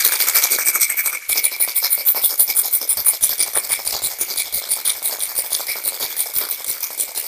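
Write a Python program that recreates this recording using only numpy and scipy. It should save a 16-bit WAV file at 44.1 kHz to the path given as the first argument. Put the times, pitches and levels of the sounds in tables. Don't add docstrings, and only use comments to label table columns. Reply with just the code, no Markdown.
import sys
import numpy as np
from scipy import signal
from scipy.fft import rfft, irfft, next_fast_len
from scipy.io import wavfile

SR = 44100
rng = np.random.default_rng(int(sys.argv[2]) if len(sys.argv) > 2 else 0)


def amp(db):
    return 10 ** (np.asarray(db, float) / 20)


def write(x):
    x = np.atleast_2d(x).T
    wavfile.write(sys.argv[1], SR, np.round(np.clip(x, -1, 1) * 32767).astype(np.int16))


N = 320607

# t/s, rim level/dB, cap level/dB, return delay/ms, return rim level/dB
HARD_SHAKES = [(1.311, -18.5, -16, 57.4, -19.5), (1.449, -20, -14.5, 82.4, -26.5),
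               (1.619, -15, -13.5, 72, -24.5), (1.772, -13, -18, 71.4, -16.5),
               (1.926, -11.5, -15, 70.4, -19.5), (2.083, -9, -20, 85.6, -17.5),
               (2.248, -11, -14.5, 67.6, -21.5), (2.409, -9, -12, 86, -19), (2.581, -12, -12.5, 74, -20),
               (2.742, -11, -16, 82, -24), (2.907, -18.5, -14, 83.3, -20), (3.078, -12, -9.5, 60.5, -24.5),
               (3.241, -15, -10.5, 73, -18.5)]
EASING_SHAKES = [(3.41, -26, -12, 66.5, -27.5), (3.565, -24, -15, 75.6, -27), (3.723, -21, -15, 74, -31),
                 (3.881, -23, -21, 67.8, -27.5), (4.051, -21, -17.5, 64, -29.5),
                 (4.218, -23.5, -21, 84.3, -26.5), (4.39, -23, -16.5, 68.6, -31),
                 (4.557, -18.5, -19.5, 89, -33.5), (4.721, -22, -13.5, 58.3, -28.5),
                 (4.881, -22, -14.5, 82, -30.5), (5.058, -17, -18.5, 67, -27),
                 (5.225, -23.5, -18, 69, -27.5), (5.383, -21, -17, 66, -27.5),
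                 (5.536, -22, -20, 66.5, -25.5), (5.699, -24, -22.5, 75.6, -27.5),
                 (5.87, -21.5, -21.5, 71, -29), (6.03, -22.5, -27.5, 76.5, -27), (6.198, -18, -18, 71, -29),
                 (6.369, -15, -23, 55, -26), (6.519, -22, -30, 76, -31), (6.695, -20, -22.5, 65, -33),
                 (6.837, -23.5, -34, 82.5, -31.5), (7.009, -21, -18, 76, -34.5),
                 (7.18, -24, -23, 71.4, -28)]


def throws():
    # t/s, rim level/dB, cap level/dB, return delay/ms, return rim level/dB
    opening_shakes = [
        (-.075, 5, -28, 62, -18),
        (0.058, -16, -20, 77, -18.5),
        (.211, -16.5, -19, 74, -19.5),
        (0.362, -12, -19, 76.5, -17.5),
        (.523, -14.5, -16.5, 82, -21.5),
        (.678, -13.5, -14, 74, -18.5),
        (.825, -14, -11, 79.5, -20.5),
        (.99, -15.5, -24, 76.4, -19.5),
        (1.139, -27, -30.5, 93, -42.5),
    ]
    # wall level/dB, cavity level/dB, thud level/dB, length/ms, air level/dB
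    usual_out = [(-22.5, -26, -30, 15.4, -69), (-33.5, -40.5, -40, 14.6, -56),
                 (-29.5, -36, -39.5, 16.75, -52)]
    usual_back = [(-25, -29.5, -30, 15.7, -65.5), (-27.5, -40, -36, 15.5, -66.5),
                  (-34, -42.5, -39.5, 20.3, -59)]
    # out f/Hz, back f/Hz
    part_wall_hz = [(6100, 6700), (3900, 5170), (4400, 5060)]
    part_thud_hz = [1486, 787, 778]
    # level over rim/dB, share following its strength/1
    return_cap = [(-1.5, 1), (-9, 0.52), (-6.5, 0.55)]
    return_rim_pitch = [.96, .87, .93]
    return_cap_pitch = [1, .93, .85]
    # t/s, wall freed/dB, cavity freed/dB, stray modes/dB, arms level/dB
    hand_moves = [(0, 3.5, -0.5, 7, -5), (.3, 0.5, -1, 10, 3), (.55, 4, 5, -3.5, -7), (.7, 0, 3, -11.5, 0),
                  (1.0, -8, 5.5, -6, 11), (1.22, -3.5, -3.5, -10, 0), (1.3, 4.5, 16, 0, -3),
                  (1.9, 1.5, 8.5, -9, -4), (2.25, 2.5, -7, -2.5, 2), (3.0, 2.5, 2, -5, 3),
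                  (3.4, 0.5, -0.5, -1.5, 2), (4.55, 5.5, 0, -1.5, 2), (5, 0, -0.5, -1, -2),
                  (7.27, 0.5, -2, 0.5, -5.5)]
    # t/s, wall level/dB, cavity level/dB, thud level/dB, wall f/Hz
    odd_landings = [(.825, 9, 0.5, -5, 6100), (1.218, 0.5, 8, 2, 6400), (1.844, 5.5, -3, 2, 5300),
                    (2.177, -1, 9.5, 6, 4940), (2.248, 7, 2, -3, 3500), (2.496, 1.5, 12.5, -2, 5400),
                    (3.079, -2.5, 8.5, 6, 3860), (3.243, 10, 5, 2.5, 6240), (3.411, 6.5, 9, 2, 4900),
                    (3.566, -5, 4, 8.5, 3500), (3.723, 2, 12.5, 4, 3060), (3.945, 6, -3, 5, 4700),
                    (4.219, -2, -0.5, -0.5, 6700), (4.31, 2, 0, -0.5, 4530), (4.392, 2, 7, -2, 3830),
                    (5.126, 2.5, -7, 4, 4570), (2.989, -1, -2, -1.5, 4960), (4.883, 5.5, 4, 3.5, 4250),
                    (1.995, 1, 2.5, -1, 4800), (.363, 1.5, 3.5, 3.5, 5360), (5.537, 5.5, -3, 0.5, 4370),
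                    (5.697, 2, 12, 1.5, 4450), (6.029, 7, 4.5, 9.5, 3750), (6.421, 2.5, 3, 5, 3640)]

    parts = [opening_shakes, HARD_SHAKES, EASING_SHAKES]
    part = np.repeat(np.arange(3), [len(p) for p in parts])
    start, rim, cap, after_ms, back = np.transpose(np.concatenate(parts))
    s = np.r_[start, start + after_ms / 1000]
    over = back - (np.bincount(part, back) / np.bincount(part))[part]
    under_db, share = np.transpose(return_cap)[:, part]
    back_cap = back - (1 - share) * over + under_db
    wall, cavity, thud, length_ms, air = np.r_[np.array(usual_out)[part], np.array(usual_back)[part]].T

    knots, *controls = np.transpose(hand_moves)
    freed, open_db, stray_db, arms_db = [np.interp(s, knots, c) for c in controls]
    extra = np.tile(np.r_[0 * over, 0.61 * over], (3, 1))
    wall_hz = np.transpose(part_wall_hz)[:, part].ravel().astype(float)
    usual = np.ones(len(s))
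    for when, *db, hz in odd_landings:
        k = np.argmin(abs(s - when))
        extra[:, k] += db
        wall_hz[k], usual[k] = hz, 0

    out_pitch = np.ones(len(part))
    return dict(
        s=s, length=length_ms / 1000, usual=usual, stray=stray_db, air=air + arms_db,
        rim=np.r_[rim, back], cap=np.r_[cap, back_cap],
        wall=wall + freed + extra[0],
        cavity=cavity + open_db + extra[1],
        thud=thud + 0.34 * freed + extra[2],
        wall_hz=wall_hz, thud_hz=np.tile(np.array(part_thud_hz)[part], 2),
        rim_pitch=np.r_[out_pitch, np.array(return_rim_pitch)[part]],
        cap_pitch=np.r_[out_pitch, np.array(return_cap_pitch)[part]])


def cubes():
    # t/s, peak level/dB, low knock level/dB
    stray_cubes = [(0.048, 4.5, -55), (0.1233, -18, -38), (0.5102, -20, -34), (0.585, -0.5, -12.5),
                   (0.6679, -17, -45), (0.7505, -4, -40), (0.8095, -6, -40), (2.7117, -22, -38),
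                   (0.992, -8, -19), (1.059, 0, -39), (1.1278, -10.5, -16), (1.292, -3, -29),
                   (1.4404, 2.5, -31), (1.7704, -22, -54), (2.17, -26, -16), (2.3936, -4, -24),
                   (2.5656, -23, -37), (2.815, -10, -18), (2.9696, -2.5, -27), (3.292, 4.5, -34),
                   (3.4253, 3.5, -37), (3.5716, -4, -14), (3.925, -1, -37), (4.2097, 0, -33),
                   (4.8525, 0, -35), (5.3866, -7, -23), (4.7185, -9, -44), (6.007, -9, -19),
                   (6.2006, -19, -28), (6.6436, -4, -31)]
    lead_s, lead_db, lead_knock_db = .032, -7.5, -27
    settled = [row[0] for row in [*HARD_SHAKES[4:], *EASING_SHAKES]]
    return np.array([*stray_cubes] + [(s - lead_s, lead_db, lead_knock_db) for s in settled])


def shower(rate, spread_db):
    hit = rng.random(N) < rate / SR
    return hit * amp(spread_db * np.minimum(rng.exponential(size=N), 2.8))


def chatter(sizes, t60):
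    t = np.arange(400) / SR
    burst_power = (1 - np.exp(-t / 0.00059)) * amp(-120 * t / t60)
    return np.sqrt(np.abs(signal.fftconvolve(sizes ** 2, burst_power)[:N]))


def swell(power, rise=0.66, fall=1.377):
    throw = throws()
    coarse = np.arange(0, N / SR + .01, .001)
    late = (coarse[:, None] - throw['s']) / throw['length']
    bells = np.exp(-.5 * (late / np.where(late < 0, rise, fall)) ** 2)
    return np.interp(np.arange(N) / SR, coarse, np.sqrt(np.abs(bells @ power)))


def unit(x):
    return x / np.sqrt(np.mean(x ** 2) + 1e-20)


def along(points, hz):
    f, v = np.transpose(points)
    return np.interp(np.log(hz + 1), np.log(f + 1), v)


def filtered(x, response):
    size = next_fast_len(N + SR // 2)
    gain = response(np.fft.rfftfreq(size, 1 / SR))
    gain = gain / np.sqrt(np.mean(np.abs(gain) ** 2))
    return irfft(rfft(x, size) * gain, size)[:N]


def mode(f, hz, width_hz):
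    return 1j * f * width_hz / (hz * hz - f * f + 1j * f * width_hz)


def family(sizes, level_db, cube_db, modes, centre_hz, spread, others_db, slosh, t60, fall=1.33):
    blows = np.zeros(N)
    blows[np.round(cubes()[:, 0] * SR).astype(int)] = amp(cube_db)
    power = amp(2 * level_db)
    crack = chatter(blows, 4.0 * t60) / (swell(power, fall=fall) + 1e-6)

    away = np.array([(np.log(hz / centre_hz) / spread) ** 2 for hz, _ in modes])
    chance = amp(2 * (others_db + 3.88 * rng.standard_normal(away.shape[::-1]).T))
    aimed = np.exp(-away)
    strayed = chance / (1 + 0.014 * away)
    both = np.sum(aimed + strayed, axis=0)

    family_sizes = sizes * amp(4.74 * np.clip(rng.standard_normal(N), -3, 2.2))
    total = np.zeros(N)
    for near, far, (hz, width) in zip(aimed / both, strayed / both, modes):
        own = family_sizes * amp(5.2 * np.clip(rng.standard_normal(N), -3, 1.6))
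        grain = unit(np.hypot(unit(chatter(own, t60)), slosh))
        impact = swell(0.81 * power * near, rise=0.58, fall=0.64 * fall)
        wash = swell(power * far, fall=fall)
        drive = (grain + crack) * np.hypot(impact, wash) * rng.standard_normal(N)
        total += filtered(drive, lambda f: mode(f, hz, width) ** 2)
    return total


def shaker():
    # f/Hz, width/Hz
    rim_modes = [(11600, 3900), (12500, 1500), (13400, 3100), (14200, 640), (14800, 930)]
    cap_modes = [(7600, 900), (8300, 750), (8900, 750), (9450, 650), (9900, 750), (10600, 1000)]
    wall_modes = [(3500, 600), (4100, 600), (4650, 600), (5200, 600), (5900, 700), (6700, 800)]
    cavity_modes = [(2000, 260), (2170, 236), (2270, 157), (2350, 230), (2700, 1000)]
    thud_modes = [(400, 280), (540, 240), (740, 580), (1000, 680), (1350, 490), (1720, 480)]
    # t/s, rim f/Hz, cap f/Hz
    grip_moves = [(0, 13500, 8900), (.7, 13400, 8400), (1.1, 12300, 8200), (1.3, 13900, 9700),
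                  (2.2, 14300, 9700), (4, 14250, 9500), (7.27, 14400, 9550)]
    contact_t60 = dict(rim=.0055, cap=.007, wall=.008, cavity=.009, thud=.005)

    throw = throws()
    s, stray = throw['s'], throw['stray']
    rim_db, cap_db, cavity_db = throw['rim'], throw['cap'], throw['cavity']
    knots, *centres = np.transpose(grip_moves)
    rim_hz, cap_hz = [np.interp(s, knots, c) * (1 + 0.0033 * rng.standard_normal(len(s))) for c in centres]
    wall_luck, thud_luck = rng.standard_normal((len(s), 2)).T
    wall_hz = throw['wall_hz'] * np.exp(0.047 * throw['usual'] * wall_luck)
    thud_hz = throw['thud_hz'] * np.exp(0.19 * np.clip(thud_luck, -1, 2))
    cavity_hz = 2260 * (1 + 0.0061 * rng.standard_normal(len(s)))
    _, peak_db, knock_db = np.transpose(cubes())
    missed_db = 0.59 * np.clip(rim_db - cap_db + 2.5, 0, 12)
    weak_cavity_db = np.clip(-35.0 - cavity_db, -14, 0)

    sizes = shower(rate=750, spread_db=3.0)
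    rim = family(sizes, rim_db, peak_db - 12.5, rim_modes, rim_hz * throw['rim_pitch'], 0.029,
                 others_db=stray - 4.0, slosh=0.8, t60=contact_t60['rim'])
    cap = family(sizes, cap_db, peak_db - 15, cap_modes, cap_hz * throw['cap_pitch'], 0.039,
                 others_db=missed_db + stray - 14.5, slosh=0.38, t60=contact_t60['cap'])
    wall = family(sizes, throw['wall'], peak_db - 23.0, wall_modes, wall_hz, 0.062,
                  others_db=stray - 7, slosh=0.46, t60=contact_t60['wall'])
    cavity = family(sizes, cavity_db, peak_db + knock_db - 25, cavity_modes, cavity_hz, 0.03,
                    others_db=weak_cavity_db + 1.15 * stray - 6.5, slosh=0.9,
                    t60=contact_t60['cavity'], fall=2.27)
    thud = family(sizes, throw['thud'], peak_db + knock_db + 2.0, thud_modes, thud_hz, 0.097,
                  others_db=stray - 7.5, slosh=0.52, t60=contact_t60['thud'])
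    return rim + cap + wall + cavity + thud


def taps():
    # f/Hz, width/Hz, level/dB
    knock_modes = [(615, 280, 8.5), (1290, 450, 1.5), (3170, 3600, -7)]
    # t/s, peak level/dB
    flat_hits = [(1.299, -23), (1.358, -21), (1.603, -22), (1.677, -18.5), (1.827, -26), (1.978, -24),
                 (2.148, -19), (2.238, -22.5), (2.814, -23), (3.135, -23.5), (3.482, -22), (3.567, -14),
                 (3.703, -21), (3.792, -20.5), (3.869, -23), (3.94, -23), (4.02, -23), (4.618, -24),
                 (4.769, -27), (5.021, -24), (5.096, -25), (5.186, -26), (5.438, -31), (5.519, -22.5),
                 (5.597, -23), (5.758, -20.5), (5.922, -22.5), (6.409, -23), (6.605, -25), (6.905, -22)]
    s, peak_db = np.transpose(flat_hits)
    blows = np.bincount(np.round(s * SR).astype(int), amp(peak_db + 15), N)

    def knock(f):
        return sum((-1) ** k * amp(db) * mode(f, hz, width) for k, (hz, width, db) in enumerate(knock_modes))

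    return filtered(blows, knock)


def arms():
    # f/Hz, level per Hz/dB
    puff_curve = [(15, -30), (25, -1), (64, -1), (145, -7), (250, -8), (500, -76)]
    # t/s, air level over the usual/dB
    strong_swings = [(1.312, 10), (1.995, 13), (2.407, 7), (2.496, 16), (2.989, 23), (3.243, 10.5),
                     (3.313, 17), (3.945, 11), (4.053, 8), (4.559, 8), (5.385, 6), (5.871, 5), (6.029, 9),
                     (6.361, 8), (6.696, 6), (7.18, -2)]
    throw = throws()
    air_db = throw['air'] + sum(db * (abs(throw['s'] - s) < .02) for s, db in strong_swings)
    low = filtered(rng.standard_normal(N), lambda f: amp(along(puff_curve, f)))
    return swell(amp(2 * air_db), rise=0.78, fall=0.77) * unit(low)


def cafe(x):
    # f/Hz, t60/s
    decay_curve = [(300, 1), (3000, 0.85), (15000, 0.05)]
    hz, t, z = signal.stft(rng.standard_normal(SR // 2), SR, nperseg=256)
    decay = amp(-60 * t / along(decay_curve, hz)[:, None])
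    tail = signal.istft(z * decay, SR, nperseg=256)[1]
    delayed = np.pad(x, (300, 0))
    return signal.fftconvolve(delayed, tail / np.linalg.norm(tail))[:N]


def room_floor():
    # f/Hz, level per Hz/dB
    hush_curve = [(15, -76), (25, -48), (1940, 0.5), (2220, 15), (2610, -3), (13600, 3.5), (16000, -42)]
    return amp(-40.5) * filtered(rng.standard_normal(N), lambda f: amp(along(hush_curve, f)))


def scene():
    near = shaker() + taps()
    return (near + amp(-21.0) * cafe(near) + arms() + room_floor())[None]


def top_cut(x):
    return signal.sosfilt(signal.butter(12, 16490, fs=SR, output="sos"), x)


def record(dry):
    limited = dry / (1 + np.abs(dry / .85) ** 4) ** (1 / 4)
    size = next_fast_len(N + SR // 2)
    f = np.fft.rfftfreq(size, 1 / SR)
    top_hz = 15480
    shoulder_db = -12 * np.clip((f - 14900) / 600, 0, 1)
    cliff_db = -22 * np.clip((f - top_hz) / 500, 0, 1) - 8 * (f > top_hz)
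    narrow = irfft(rfft(limited, size) * amp(shoulder_db + cliff_db), size)[:, :N]
    return top_cut(narrow)


dry = scene()
out = record(dry)
write(out)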